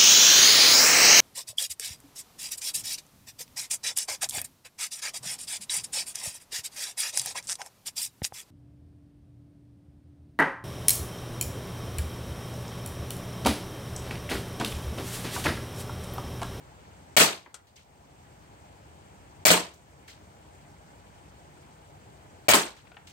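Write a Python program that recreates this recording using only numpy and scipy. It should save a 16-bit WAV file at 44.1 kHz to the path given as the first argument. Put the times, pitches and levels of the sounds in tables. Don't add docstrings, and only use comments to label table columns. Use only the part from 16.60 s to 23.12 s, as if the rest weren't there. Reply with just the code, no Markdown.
import sys
import numpy as np
from scipy import signal
from scipy.io import wavfile
from scipy.ndimage import uniform_filter1d, minimum_filter1d

SR = 44100
rng = np.random.default_rng(int(sys.argv[2]) if len(sys.argv) > 2 else 0)


def to_linear_factor(level_db):
    exponent = np.asarray(level_db, float) / 20
    return 10 ** exponent


def pcm_store(signal):
    levels = np.round(np.clip(np.atleast_2d(signal), -1, 1) * 32767)
    wavfile.write(sys.argv[1], SR, levels.astype(np.int16).T)


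N = 287528

# (blast [s], pellet strike [s])
SHOTS = [
    (.5659, .6022),
    (2.8525, 2.9031),
    (5.8839, 5.9350),
]
# (blast [dB], sharpness [dB], thump [dB],
# pitch the struck spot drives most [Hz], boom of the deepest modes [dB])
FORCE = [(8, 3.5, 4, 1400, -7), (7.5, 2, 4.5, 620, 0), (5, -3.5, 5, 1060, -1.5)]
SPACING_S = 19 / 44100


def blasts():
    # (delay [s], level [dB], lag of the right microphone [s])
    walls = [
        (.0068, -6, 0.036),
        (.0152, 1, -0.0083),
        (.023, -22.5, 0.0001),
    ]
    # (frequency [Hz], level [dB per Hz])
    blast_colour = [(35, -34.5), (60, -22), (161, -2.5), (311, -9.5), (586, -5.5), (1130, -1.5),
                    (2240, -1.5), (3600, -3), (5400, -7), (8500, -10), (10600, -4.5), (15000, 0),
                    (18000, -8)]
    out = np.zeros((2, N))
    t = np.arange(900) / SR
    for (s, _), (blast_db, sharp_db, *_) in zip(SHOTS, FORCE):
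        shock = (1 - t / 0.00014) * np.exp(-t / 0.000096) * (1 - np.exp(-t / 0.00004))
        barrel = np.sin(2 * np.pi * 640 * t) + 0.76 * np.sin(2 * np.pi * 2300 * t)
        barrel = barrel * to_linear_factor(-4 - 0.68 * sharp_db - 60 * t / 0.026)
        hiss = to_linear_factor(sharp_db + 4.5) * burst(2200, 26000, 0.0046, size=900)
        pulse = shock * 5.9 - barrel + hiss
        shaded = signal.lfilter([0.35], [1, -0.65], pulse)
        add(out, s, to_linear_factor(blast_db) * np.array([pulse, shaded * to_linear_factor(-2.0)]), SPACING_S)

        echo = np.array([0.6 * pulse + shaded, shaded])
        for delay, wall_db, lag in walls:
            add(out, s + delay, to_linear_factor(blast_db + wall_db) * echo, lag)

        colour = [(hz, db + 0.35 * sharp_db * (hz > 1500)) for hz, db in blast_colour]
        tail = garage(colour, build_s=0.003) * to_linear_factor([[0.8], [-0.8]])
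        add(out, s, to_linear_factor(blast_db - 7.5) * tail, SPACING_S)
    return out


def thumps():
    # (frequency [Hz], level [dB], t60 [s])
    plywood = [(178.3, 3.5, 0.27), (305, -5.5, 0.25), (412, -3.5, 0.25), (620, -6.5, 0.57), (672, -3, 0.36),
               (733, -4, 0.61), (907, -0.5, 0.27), (1033, -6, 0.37), (1270, -5, .2), (1427, -4, 0.29)]
    # (frequency [Hz], level [dB per Hz])
    thump_colour = [(35, -34), (60, -28), (170, -17.5), (304, -3.5), (600, -12.5), (1000, -10.5),
                    (1850, -11.5), (3000, -13.5), (4640, -17.5), (7080, -19.5), (10100, -18),
                    (15000, -15.5), (18000, -20.5)]
    out = np.zeros((2, N))
    t = np.arange(SR // 3) / SR
    both = np.ones((2, 1))
    for (_, hit), (*_, thump_db, spot_hz, boom_db) in zip(SHOTS, FORCE):
        wood = 0
        for hz, db, t60 in plywood:
            octaves_off = np.log2(hz / spot_hz)
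            drive_db = rng.normal(0, 4.5) + 7.5 * np.exp(-(octaves_off / 0.3) ** 2)
            mode_db = db + drive_db + boom_db * (hz < 350) - 60 * t / min(t60, 0.3)
            wood = wood + to_linear_factor(mode_db) * np.sin(2 * np.pi * hz * t)
        crack_db = thump_db + 4.5
        crack = (0.5 * burst(500, 15000, 0.005) + 0.8 * burst(430, 3500, 0.02)) * both
        add(out, hit, to_linear_factor(crack_db) * crack, 0.0002)
        add(out, hit + 0.01, to_linear_factor(crack_db - 8.0) * crack, -0.0002)
        add(out, hit + 0.0013, to_linear_factor(thump_db - 26.5) * wood * both, 0.0002)
        add(out, hit, to_linear_factor(thump_db - 13) * garage(thump_colour, build_s=0.002))
    return out


def pellet_skips():
    # (time [s], peak [dB], ring [Hz], top [Hz], left-right difference [dB])
    skip_list = [
        (0.8615, -38.5, 1000, 2600, 6),
        (0.873, -49, 384, 745, -9),
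        (0.9432, -32.5, 1403, 16000, 9),
        (6.252, -54, 1400, 2980, 10),
        (6.272, -51.5, 2210, 3170, 18),
        (6.3174, -42, 718, 3060, 7.5),
        (6.344, -49, 1500, 3500, 4.5),
        (6.3684, -38, 790, 3140, 8),
    ]
    colour = [(200, -4), (1500, 9), (9000, -9), (16000, -2.5)]  # (frequency [Hz], level [dB per Hz])
    rattle_top_hz = 11800
    out = np.zeros((2, N))
    t = np.arange(4000) / SR
    room = garage(colour, build_s=0.001) / np.sqrt(SR / 50)
    for s, db, ring_hz, top_hz, pan_db in skip_list:
        rattle_s = 0.032 + 0.0031 * top_hz / 1000
        knock = burst(250, min(top_hz, rattle_top_hz), rattle_s)
        if top_hz > rattle_top_hz:
            knock = knock + to_linear_factor(2.5) * burst(310, top_hz, 0.0004)
        ring = np.sin(2 * np.pi * ring_hz * t) * to_linear_factor(-60 * t * ring_hz / 16)
        knock = knock + 0.58 * ring
        add(out, s, to_linear_factor(db + 3.5) * knock * to_linear_factor([[pan_db / 2], [-pan_db / 2]]))
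        add(out, s, to_linear_factor(db - 10.0) * signal.fftconvolve(room, knock[None], axes=1))
    return out


def gun_action():
    # (time [s], level [dB], lowest [Hz], top [Hz])
    clicks = [
        (1.069, -51, 2060, 14200),
        (1.1587, -42.5, 1830, 14500),
        (3.136, -43, 5880, 16900),
        (3.4782, -37.5, 1500, 16650),
        (6.165, -43.5, 894, 12000),
        (6.4697, -40.5, 2000, 16970),
    ]
    # (frequency [Hz], level [dB per Hz])
    hammer_colour = [(200, -17), (1500, 6.5), (4500, 2.5), (9000, -10), (16000, -1.5)]
    out = np.zeros((2, N))
    for s, db, low_hz, top_hz in clicks:
        click = burst(low_hz, top_hz, 0.000083)
        room = garage(hammer_colour, build_s=0.0012) / np.sqrt(SR / 50)
        add(out, s, to_linear_factor(db - 1.5) * click * to_linear_factor([[2.5], [-2.5]]), SPACING_S)
        add(out, s, to_linear_factor(db + 15.0) * signal.fftconvolve(room, click[None], axes=1))
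    return out


def room_tone():
    # (frequency [Hz], level [dB per Hz])
    tone_colour = [(15, -53), (30, -24), (60, -2), (83, -2), (146, -3), (226, -9), (440, -9), (830, -14),
                   (1060, -14), (2500, -21), (4240, -28), (8140, -31.5), (11000, -32.5), (18000, -35.5)]
    # (frequency [Hz], likeness [-1 to 1])
    tone_likeness = [(60, 0.57), (150, 1), (400, 0.93), (1200, 0.28), (4000, 0.13), (15000, 0.069)]
    # (time [s], level [dB])
    tone_level = [(0, 1), (.6, 0.5), (1.101, -4), (1.699, -0.5), (2.8, 0.5), (3.3, 3), (3.9, 0), (5.8, 0.5),
                  (6.25, 2.5), (6.52, 0)]
    # (frequency [Hz], width [Hz], level [dB])
    hums = [(60, 9.1, 0.5), (86, 18, 1.5), (145, 4.9, 5), (303, 11, 1.5), (610, 14, 1), (698, 42, 3.5),
            (830, 43, 9.5), (960, 49, 2.5)]
    swell_db = np.interp(np.arange(N) / SR, *np.transpose(tone_level))
    tone = 0
    for hz, pair in bands(N, tone_likeness):
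        flicker_db = 1.3 * drift(26)
        tone = tone + to_linear_factor(at_hz(tone_colour, hz) + swell_db + flicker_db) * pair
    for hz, width_hz, db in hums:
        tone = tone + to_linear_factor(db - 4.5) * signal.lfilter(*signal.iirpeak(hz, hz / width_hz, fs=SR), tone)
    tone = rms_one(tone) * to_linear_factor([[0.5], [-0.5]])
    return to_linear_factor(-52) * np.array([tone[0], np.roll(tone[1], round(SPACING_S * SR))])


def garage(spectrum, build_s):
    # (frequency [Hz], t60 [s])
    room_t60 = [(100, 0.3), (250, .24), (600, 0.33), (1500, 0.27), (4000, 0.29), (8500, 0.23),
                (11500, .235), (16000, .155)]
    # (frequency [Hz], left-right likeness [-1 to 1])
    room_likeness = [(60, 0.5), (180, 0.85), (350, 0.74), (700, 0.3), (1650, 0.05), (4970, 0.02),
                     (15000, 0.1)]
    t = np.arange(2 * SR // 5) / SR
    knots = np.arange(0, 0.51, 0.005)
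    echoes = 0.68 * rng.standard_normal(len(knots))
    tail = 0
    for hz, pair in bands(len(t), room_likeness):
        patches_db = np.interp(t, knots, echoes + 3.2 * rng.standard_normal(len(knots)))
        decay_db = 60 * t / at_hz(room_t60, hz)
        tail = tail + to_linear_factor(at_hz(spectrum, hz) + patches_db - decay_db) * pair
    tail = tail * (1 - np.exp(-t / build_s))
    return tail / np.sqrt(np.mean(tail[:, :SR // 25] ** 2))


def burst(low_hz, top_hz, t60, size=4000):
    noise = rng.standard_normal(size) * to_linear_factor(-60 * np.arange(size) / SR / abs(t60))
    noise[0] += 4.5
    band = signal.butter(4, [low_hz, min(top_hz, 0.45 * SR)], "band", fs=SR, output="sos")
    crack = signal.sosfilt(band, noise)
    return crack / np.abs(crack).max()


def bands(size, likeness):
    edges = 26 * 2 ** np.arange(0, 9.9, 0.5)
    white = rng.standard_normal((2, 2, size))
    for k, (low, high) in enumerate(zip(edges, edges[1:])):
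        band = signal.butter(2, [low, high], "band", fs=SR, output="sos")
        mid, side = signal.sosfilt(band, white[k % 2])
        hz = np.sqrt(low * high)
        alike = np.clip(at_hz(likeness, hz), -1, 1)
        yield hz, np.sqrt(1 + alike) * mid + np.sqrt(1 - alike) * side * [[1], [-1]]


def drift(rate_hz):
    r = np.exp(-80 * np.pi * rate_hz / SR)
    slow = signal.lfilter([1], [1, -2 * r, r * r], rng.standard_normal(N // 40 + 2002))[2000:]
    return np.interp(np.arange(N) / 40, np.arange(len(slow)), rms_one(slow))


def rms_one(x):
    return x / np.sqrt(np.mean(x ** 2) + 1e-20)


def at_hz(points, hz):
    table_hz, values = np.transpose(points)
    return np.interp(np.log(hz), np.log(table_hz), values)


def add(out, s, sound, lag_s=0.0):
    for side in (0, 1):
        i = round((s + side * lag_s) * SR)
        out[side, i:i + sound.shape[1]] += sound[side, :N - i]


def scene():
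    return blasts() + thumps() + pellet_skips() + gun_action() + room_tone()


def taps(hz, width_hz):
    r = np.exp(-np.pi * width_hz / SR)
    row = np.array([1, -2 * r * np.cos(2 * np.pi * hz / SR), r * r])
    return row / row.sum()


def microphone(x):
    x = signal.lfilter(taps(9880, 2500), taps(8290, 1300), x)
    return signal.sosfilt(signal.butter(2, 45, "high", fs=SR, output="sos"), x)


def held(cut_db, release_db_s):
    ramp = release_db_s * np.arange(N) / SR
    return np.maximum.accumulate(cut_db + ramp) - ramp


def limiter(x):
    level_db = 10 * np.log10(uniform_filter1d(np.max(x ** 2, axis=0), size=45) + 1e-12)
    over_db = np.maximum(level_db + 7.5, 0)
    ahead_db = -minimum_filter1d(-over_db, size=353, origin=-176)
    fast_db = held(ahead_db, release_db_s=270.0)
    lingering_db = held(np.minimum(over_db, 8.0), release_db_s=8.5)
    return x * to_linear_factor(-uniform_filter1d(np.maximum(fast_db, lingering_db), size=130))


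def band_limit(x):
    return signal.sosfilt(signal.butter(12, 17060, fs=SR, output="sos"), x)


def record(dry):
    mix = limiter(microphone(dry))
    mix = mix + to_linear_factor(-79.5) * np.diff(rng.standard_normal((2, N + 1)))
    mix = signal.sosfilt(signal.cheby2(16, 26, 16050, fs=SR, output="sos"), mix)
    return band_limit(np.clip(mix, -1, 1))


dry = scene()
out = record(dry)
pcm_store(out)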